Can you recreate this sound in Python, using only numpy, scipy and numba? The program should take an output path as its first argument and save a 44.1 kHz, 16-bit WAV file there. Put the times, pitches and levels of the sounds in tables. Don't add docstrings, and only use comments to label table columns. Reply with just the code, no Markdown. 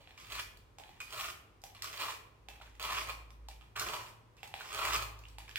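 import sys
import numpy as np
from scipy import signal
from scipy.fft import rfft, irfft
from scipy.io import wavfile
from scipy.ndimage import uniform_filter1d
from numba import njit

SR = 44100
rng = np.random.default_rng(int(sys.argv[2]) if len(sys.argv) > 2 else 0)


def volts_from_decibels(level):
    exponent = np.asarray(level, float) / 20
    return 10 ** exponent


def log_audio(samples):
    frames = np.atleast_2d(samples).T
    limited = np.clip(frames, -1, 1)
    pcm = np.round(limited * 32767).astype(np.int16)
    wavfile.write(sys.argv[1], SR, pcm)


N = 246078
TIME = np.arange(N) / SR

# start_s, level_db, fading_db_per_s, strainer_hz
SCUFFS = [(0.0, -63.5, 196, 835), (0.07, -65.5, 100, 860), (0.79, -58.5, 250, 830), (0.85, -68, 50, 840),
          (0.9, -67, 120, 886), (1.642, -61, 191, 810), (1.745, -64, 44, 1033), (2.49, -61.5, 134, 870),
          (2.61, -56, 221, 940), (2.74, -75, 52, 950), (3.49, -59, 300, 820), (3.608, -65.5, 255, 1020),
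          (4.363, -71, 53, 950), (4.434, -52, 500, 810), (4.47, -73, 50, 865), (5.23, -73.5, 74, 1050),
          (5.387, -59, 194, 858), (5.473, -59.5, 150, 1022)]
# time_s, level_db
PRESSES = [
    [(0.172, -63), (0.186, -62.5), (0.26, -62.5), (0.274, -68), (0.292, -65), (0.304, -55.5), (0.408, -51),
     (0.418, -64), (0.43, -66.5)],
    [(1.003, -51.5), (1.079, -67.5), (1.145, -50.5), (1.171, -53), (1.185, -46.5), (1.263, -45),
     (1.271, -62), (1.289, -45), (1.312, -56.5)],
    [(1.822, -64), (1.846, -45.5), (1.88, -55.5), (1.918, -56), (2.014, -42), (2.076, -50), (2.102, -43),
     (2.114, -53.5), (2.158, -64)],
    [(2.796, -50), (2.842, -45.5), (2.904, -44.5), (2.982, -40), (3.008, -48), (3.022, -49.5), (3.066, -60),
     (3.098, -45), (3.122, -57)],
    [(3.754, -48), (3.766, -42.5), (3.81, -42.5), (3.838, -37.5), (3.856, -51), (3.866, -41), (3.934, -43),
     (4.1, -64)],
    [(4.545, -43), (4.559, -64), (4.615, -51), (4.625, -57), (4.639, -53), (4.657, -52.5), (4.675, -54),
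     (4.691, -56), (4.71, -50)],
    [(4.715, -56), (4.743, -44.5), (4.885, -36.5), (4.895, -41), (4.937, -33), (4.965, -38.5), (4.977, -49),
     (5.029, -47.5), (5.05, -65)],
    [(5.558, -56), (5.58, -67)],
]
# mesh_db, hiss_db (both relative), strainer_start_hz, strainer_end_hz
STROKE_CHARACTER = [(2.5, -2, 1130, 1280), (1, -1, 1220, 1224), (0.5, -3.5, 1260, 1030),
                    (1, -3.5, 1210, 1080), (-3, -6.5, 1284, 980), (-0.5, -5, 870, 990),
                    (0, -3.5, 1234, 1150), (18, 11, 830, 1600)]
# centre_hz, section_width_hz, gain_db
TUB_MODES = [(337, 132, -15), (433, 74, -13), (638, 104, -5), (730, 1000, -25)]
# centre_hz, section_width_hz, gain_db
MESH_MODES = [(1852, 1140, -6.5), (2469, 426, 4), (2447.4, 488, 4.5), (3530, 2050, -4), (3870, 2030, -9.5)]
# frequency_hz, relative_density_db
HISS_SPECTRUM = [(2350, -19.5), (4000, 1), (5870, -2.5), (6390, -4), (7420, -5), (8510, -7.5),
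                 (9380, -11.5), (11700, -8), (14100, -4), (15700, -8.5)]
# frequency_hz, contrast_db
PORT_CONTRAST = [(60, 0), (110, -25), (200, 1), (380, -5.5), (700, 0.5), (1290, 0), (2380, -4),
                 (4400, -4.5), (8120, -6.5), (15000, 28)]
# centre_hz, t60_s, echo_db
KITCHEN_DECAY = [(231, 1, -34), (592, 0.62, -36), (1200, 0.38, -37.5), (2140, 0.53, -35.5),
                 (5140, 0.33, -32), (9140, 0.38, -29), (13460, 0.24, -44)]
# frequency_hz, relative_density_db
AIR_SPECTRUM = [(15, -38), (25, -38), (38, -5), (64, -6.5), (114, -9.5), (190, -19.5), (317, -18),
                (503, -17), (545, -22), (677, -24), (1040, -21.5), (1520, -28), (16000, -49.5)]
# peak_s, level_db
THUDS = [(0.3, -60), (0.94, -67), (1.23, -60.5), (2.9, -58), (3.87, -55), (4.52, -69), (4.77, -65),
         (4.96, -53.5), (5.35, -68)]
# start_s, ring_peak_db, ring_hz,
# mesh_click_db (peak) and crack_db (rms before its decay), both relative to the ring's peak
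TAPS = [(0.074, -55.5, 740, 13.5, -25), (0.108, -55.5, 770, 12.5, -8), (0.305, -55, 1210, 10, 6),
        (0.324, -47.5, 1270, 13, 6), (0.386, -41.5, 1210, 4, -16), (0.572, -67, 1770, 12, 11),
        (0.785, -40.5, 849, 0, -10), (0.799, -46, 775, 3, -22), (0.837, -57.5, 870, 19, -11),
        (0.892, -50, 810, 3, -8), (1.003, -44, 1420, 2, -1), (1.105, -52, 1200, 0, -6),
        (1.179, -54, 1200, 2, -7), (1.21, -40.5, 1250, 13, 3), (1.617, -72, 1241, -8, 15),
        (1.638, -41, 793, 4, -1), (1.749, -52, 1160, 6, -3.5), (1.822, -46, 2030, 12.5, 10.5),
        (1.843, -37, 1136, -14, -2), (2.084, -34.5, 1091, 4.5, -12), (2.486, -43, 806, 8.5, -4.5),
        (2.549, -67, 739, -1, -14), (2.601, -53, 760, 4, -23), (2.613, -45.5, 1380, -16, -24),
        (2.676, -55, 1560, 1, -28), (2.752, -59, 1946, 7, -2), (2.797, -39, 1144, 6, -6),
        (2.827, -41, 959, 0, 3.5), (3.088, -33.5, 1160, -22, -12), (3.305, -56.5, 1090, 10.5, -1),
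        (3.486, -41.5, 817, -0.5, -4), (3.611, -52.5, 1242, 6, -14), (3.765, -38, 1250, 7, -6.5),
        (3.796, -38.5, 1276, 13, 9.5), (4.368, -73, 1120, 17, 10), (4.391, -72, 1132, 12, -7),
        (4.431, -38.5, 831, 7, -8.5), (4.475, -53, 1026, -1, 4), (4.54, -35, 800, 8.5, -13),
        (4.608, -37.5, 1480, -11, -20), (4.615, -42, 1490, -6, -18), (4.719, -36.5, 1230, -5, -13),
        (4.778, -37, 1255, 6, -12), (4.933, -30.5, 1217, 7, -2.5), (4.954, -33.5, 1270, 10, -1.5),
        (5.19, -63.5, 1140, -12, 9), (5.238, -48.5, 2650, -6, -14), (5.254, -47.5, 2820, 3, -21),
        (5.285, -68, 1132, -5, 13.5), (5.384, -42.5, 846, 7, -3), (5.48, -51, 2330, 6, -12),
        (5.493, -45.5, 1740, 7, -5.5), (5.558, -37.5, 1850, 17, -2), (5.57, -47, 1930, -2, -14)]
# time_s, pitch_hz, level_db, octave_level_db
HUM_COURSE = [(0.1, 53, -83, -84), (0.33, 52, -67, -66), (0.7, 51.4, -66, -68.5), (0.9, 50.2, -73, -77),
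              (1.25, 50.5, -71, -74), (2.05, 49.85, -82, -66.5), (2.25, 53.3, -74, -69),
              (2.47, 53.5, -62, -71), (2.85, 54.9, -57, -70), (2.95, 55, -55.5, -62),
              (3.5, 54.8, -52, -74.5), (3.85, 56.2, -64, -61.5), (4.0, 55.2, -90, -61.5),
              (4.3, 56.25, -77, -65), (4.62, 54.2, -81, -88), (4.741, 53.3, -60.5, -74),
              (4.94, 53.6, -51, -54.5), (5.27, 53.6, -59.5, -61), (5.58, 52.8, -60, -68.5)]
# start_s, level_db, pitch_hz, t60_s
STEEL_RINGS = [(1.004, -42, 2480, .09), (2.486, -59.5, 2650, .4), (2.797, -56, 2600, .12),
               (4.391, -62, 2680, .08), (4.431, -55, 2680, .1), (4.475, -60, 2680, .1),
               (4.954, -45, 2600, .2), (5.558, -45, 2680, .1)]


def level(x, db):
    return x * volts_from_decibels(db) / np.sqrt(np.mean(x ** 2))


def on_log(hz, table):
    table_hz, value = np.transpose(table)
    return np.interp(np.log(hz + 1), np.log(table_hz + 1), value)


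def colour(x, table, scale=1, lag_s=0):
    hz = np.fft.rfftfreq(x.shape[-1], 1 / SR)
    gain = volts_from_decibels(scale * on_log(hz, table))
    delay = np.exp(-2j * np.pi * hz * lag_s)
    return irfft(rfft(x) * gain * delay, x.shape[-1])


@njit
def svf(x, hz, width):
    y, b, l = np.empty(len(x)), 0., 0.
    for i in range(len(x)):
        g, k = np.tan(np.pi * hz[i] / SR), width / hz[i]
        v = (b + g * (x[i] - l)) / (1 + g * (g + k))
        b, l, y[i] = 2 * v - b, l + 2 * g * v, k * v
    return y


def band(x, hz, width):
    return svf(x, np.full(len(x), 1. * hz), 1. * width)


def modes(x, table):
    out = 0
    for k, (hz, width, db) in enumerate(table):
        out = out + (-1) ** k * volts_from_decibels(db) * band(band(x, hz, width), hz, width)
    return out


def walk(rate):
    hold = max(int(SR / rate), 1)
    held = np.repeat(rng.standard_normal(N // hold + 1), hold)
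    return 1.14 * uniform_filter1d(uniform_filter1d(held, hold), hold)[:N]


def slips(rate, spread_db):
    chance = rng.random((2, N))
    size = volts_from_decibels(spread_db * rng.standard_normal(N))
    return (chance[0] < rate / SR) * np.sign(chance[1] - .5) * size


def alike(pair, corner_hz, share):
    hz = np.fft.rfftfreq(pair.shape[-1], 1 / SR)
    coherence = np.clip(share, 0, 1) / (1 + (hz / corner_hz) ** 3)
    mid, side = rfft(pair)
    mid = np.sqrt((1 + coherence) / 2) * mid
    side = np.sqrt((1 - coherence) / 2) * side
    return irfft(mid + side * np.array([[1], [-1]]), pair.shape[-1])


def contact(start_s, end_s, db, mesh_db, hiss_db):
    settle_s, lift_db_per_s = .008, 1502
    firm_db, mesh_share, hiss_share = -50, 0.8, 0.78
    db = db - lift_db_per_s * np.maximum(TIME - end_s, 0)
    mesh = mesh_db + firm_db + mesh_share * (db - firm_db)
    hiss = hiss_db + firm_db + hiss_share * (db - firm_db)
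    return np.clip((TIME - start_s) / settle_s, 0, 1) * volts_from_decibels(np.array([db, mesh, hiss]))


def blade():
    gain, places = 0, []
    for press, (mesh_db, hiss_db, start_hz, end_hz) in zip(PRESSES, STROKE_CHARACTER):
        s, db = np.transpose(press)
        gain = gain + contact(s[0], s[-1], np.interp(TIME, s, db), mesh_db, hiss_db)
        places += [(s[0], start_hz), (s[-1], end_hz)]
    starts = [row[0] for row in SCUFFS] + [press[0][0] for press in PRESSES] + [TIME[-1]]
    starts = np.sort(starts)
    for s, db, fading, hz in SCUFFS:
        end = starts[starts > s][0]
        fading_db = db - abs(fading) * np.maximum(TIME - s, 0)
        gain = gain + contact(s, end, fading_db, mesh_db=-1, hiss_db=-9)
        places += [(s, hz), (end - .008, hz)]
    return gain, np.interp(TIME, *np.transpose(sorted(places)))


def scrape():
    gain, strainer_hz = blade()
    stutter = volts_from_decibels(2.7 * walk(120) + 0.5 * walk(40))
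    catch = stutter * level(slips(3000, 4.7), 0)
    strainer = svf(svf(catch, strainer_hz, 550.0), strainer_hz, 550.0)
    bowl = strainer + modes(catch, TUB_MODES)
    burst = uniform_filter1d(np.abs(level(slips(400, 7), 0)), 30)
    fizz = volts_from_decibels(-1.0) * catch + stutter * (1 + 6.1 * burst) * rng.standard_normal(N)
    mesh = modes(catch + volts_from_decibels(7) * fizz, MESH_MODES)
    hiss = colour(fizz, HISS_SPECTRUM)
    layers = level(bowl, 0), level(mesh, 0), level(hiss, 0)
    return np.sum(gain * layers, axis=0)


def echoes():
    t = TIME[:SR * 3 // 4]
    noise = alike(rng.standard_normal((2, len(t))), 370, 1.0)
    scatter = volts_from_decibels(11) * np.exp(-t / .0015)
    walls = np.clip((t - .002) / .006, 0, 1)
    out = 0
    for hz, t60, db in KITCHEN_DECAY:
        banded = np.array([band(n, hz, 0.82 * hz) for n in noise])
        out = out + (scatter + walls) * banded * volts_from_decibels(db - 60 * t / t60)
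    return out


def kitchen(x, count=4):
    place = TIME / .07 % count
    out = 0
    for k in range(count):
        apart = np.abs((place - k + count / 2) % count - count / 2)
        here = np.cos(np.pi / 2 * np.minimum(apart, 1))
        out = out + signal.fftconvolve((here * x)[None], echoes(), axes=1)[:, :N]
    return out


def air():
    rumble_db, rise_s, fall_s = -75, 0.038, 0.069
    noise = alike(rng.standard_normal((2, N)), 450, 0.9)
    low = alike(rng.standard_normal((2, N)), 500, 1.0)
    low = np.array([band(band(n, 71, 101), 71, 101) for n in low])
    swell = volts_from_decibels(rumble_db + 2.0 * walk(2.66))
    for s, db in THUDS:
        swell = swell + volts_from_decibels(db) * np.exp(-np.maximum((s - TIME) / rise_s, (TIME - s) / fall_s))
    return level(colour(noise, AIR_SPECTRUM), -64) + level(low, 0) * swell


def taps():
    t = TIME[:8192]
    out = np.zeros(N + len(t))
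    mesh = modes(np.exp(-t * SR), MESH_MODES) * np.exp(-t / 0.016)
    mesh = mesh / np.abs(mesh).max()
    crack_decay = np.exp(-t / 0.0022) + 0.17 * np.exp(-t / 0.011)
    for s, db, hz, mesh_db, crack_db in TAPS:
        ring = np.sin(2 * np.pi * hz * t) * (1 - np.exp(-t / 0.00073)) * np.exp(-t * hz / 2.7)
        noise = rng.standard_normal(len(t))
        crack = level(colour(noise, HISS_SPECTRUM), crack_db) * crack_decay
        i = int(s * SR)
        out[i:i + len(t)] += volts_from_decibels(db) * (ring / ring.max() + volts_from_decibels(mesh_db) * mesh + crack)
    return out[:N]


def hum():
    s, *columns = np.transpose(HUM_COURSE)
    hz, db, octave_db = (np.interp(TIME, s, c) for c in columns)
    phase = 2 * np.pi * np.cumsum(hz) / SR + np.array([[.12], [-.12]])
    fundamental = volts_from_decibels(db + 3.4 * walk(6.8)) * np.sin(phase)
    octave = volts_from_decibels(octave_db + 1.1 * walk(27.52)) * np.sin(2 * phase)
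    onset = np.clip((TIME - s[0]) / 0.068, 0, 1)
    balance = volts_from_decibels(np.array([[-.3], [.3]]))
    return np.sqrt(2) * onset * (fundamental + octave) * balance


def steel():
    out = 0
    for s, db, hz, t60 in STEEL_RINGS:
        t = np.maximum(TIME - s, 0)
        out = out + volts_from_decibels(db - 60 * t / t60) * np.sin(2 * np.pi * hz * t)
    return out * volts_from_decibels(2.5 * walk(70))


def scene():
    near = scrape() + taps() + steel()
    left = colour(near, PORT_CONTRAST, scale=0.099, lag_s=.000088)
    right = colour(near, PORT_CONTRAST, scale=-1.2)
    return volts_from_decibels(-2.5) * np.array([left, right]) + kitchen(near) + hum() + air()


def roll_off(x):
    return signal.sosfilt(signal.butter(12, 16490, fs=SR, output="sos"), x)


def record(dry):
    low_pass = signal.ellip(10, .2, 80, 16050, fs=SR, output="sos")
    mix = signal.sosfilt(low_pass, dry)
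    return roll_off(mix)


dry = scene()
out = record(dry)
log_audio(out)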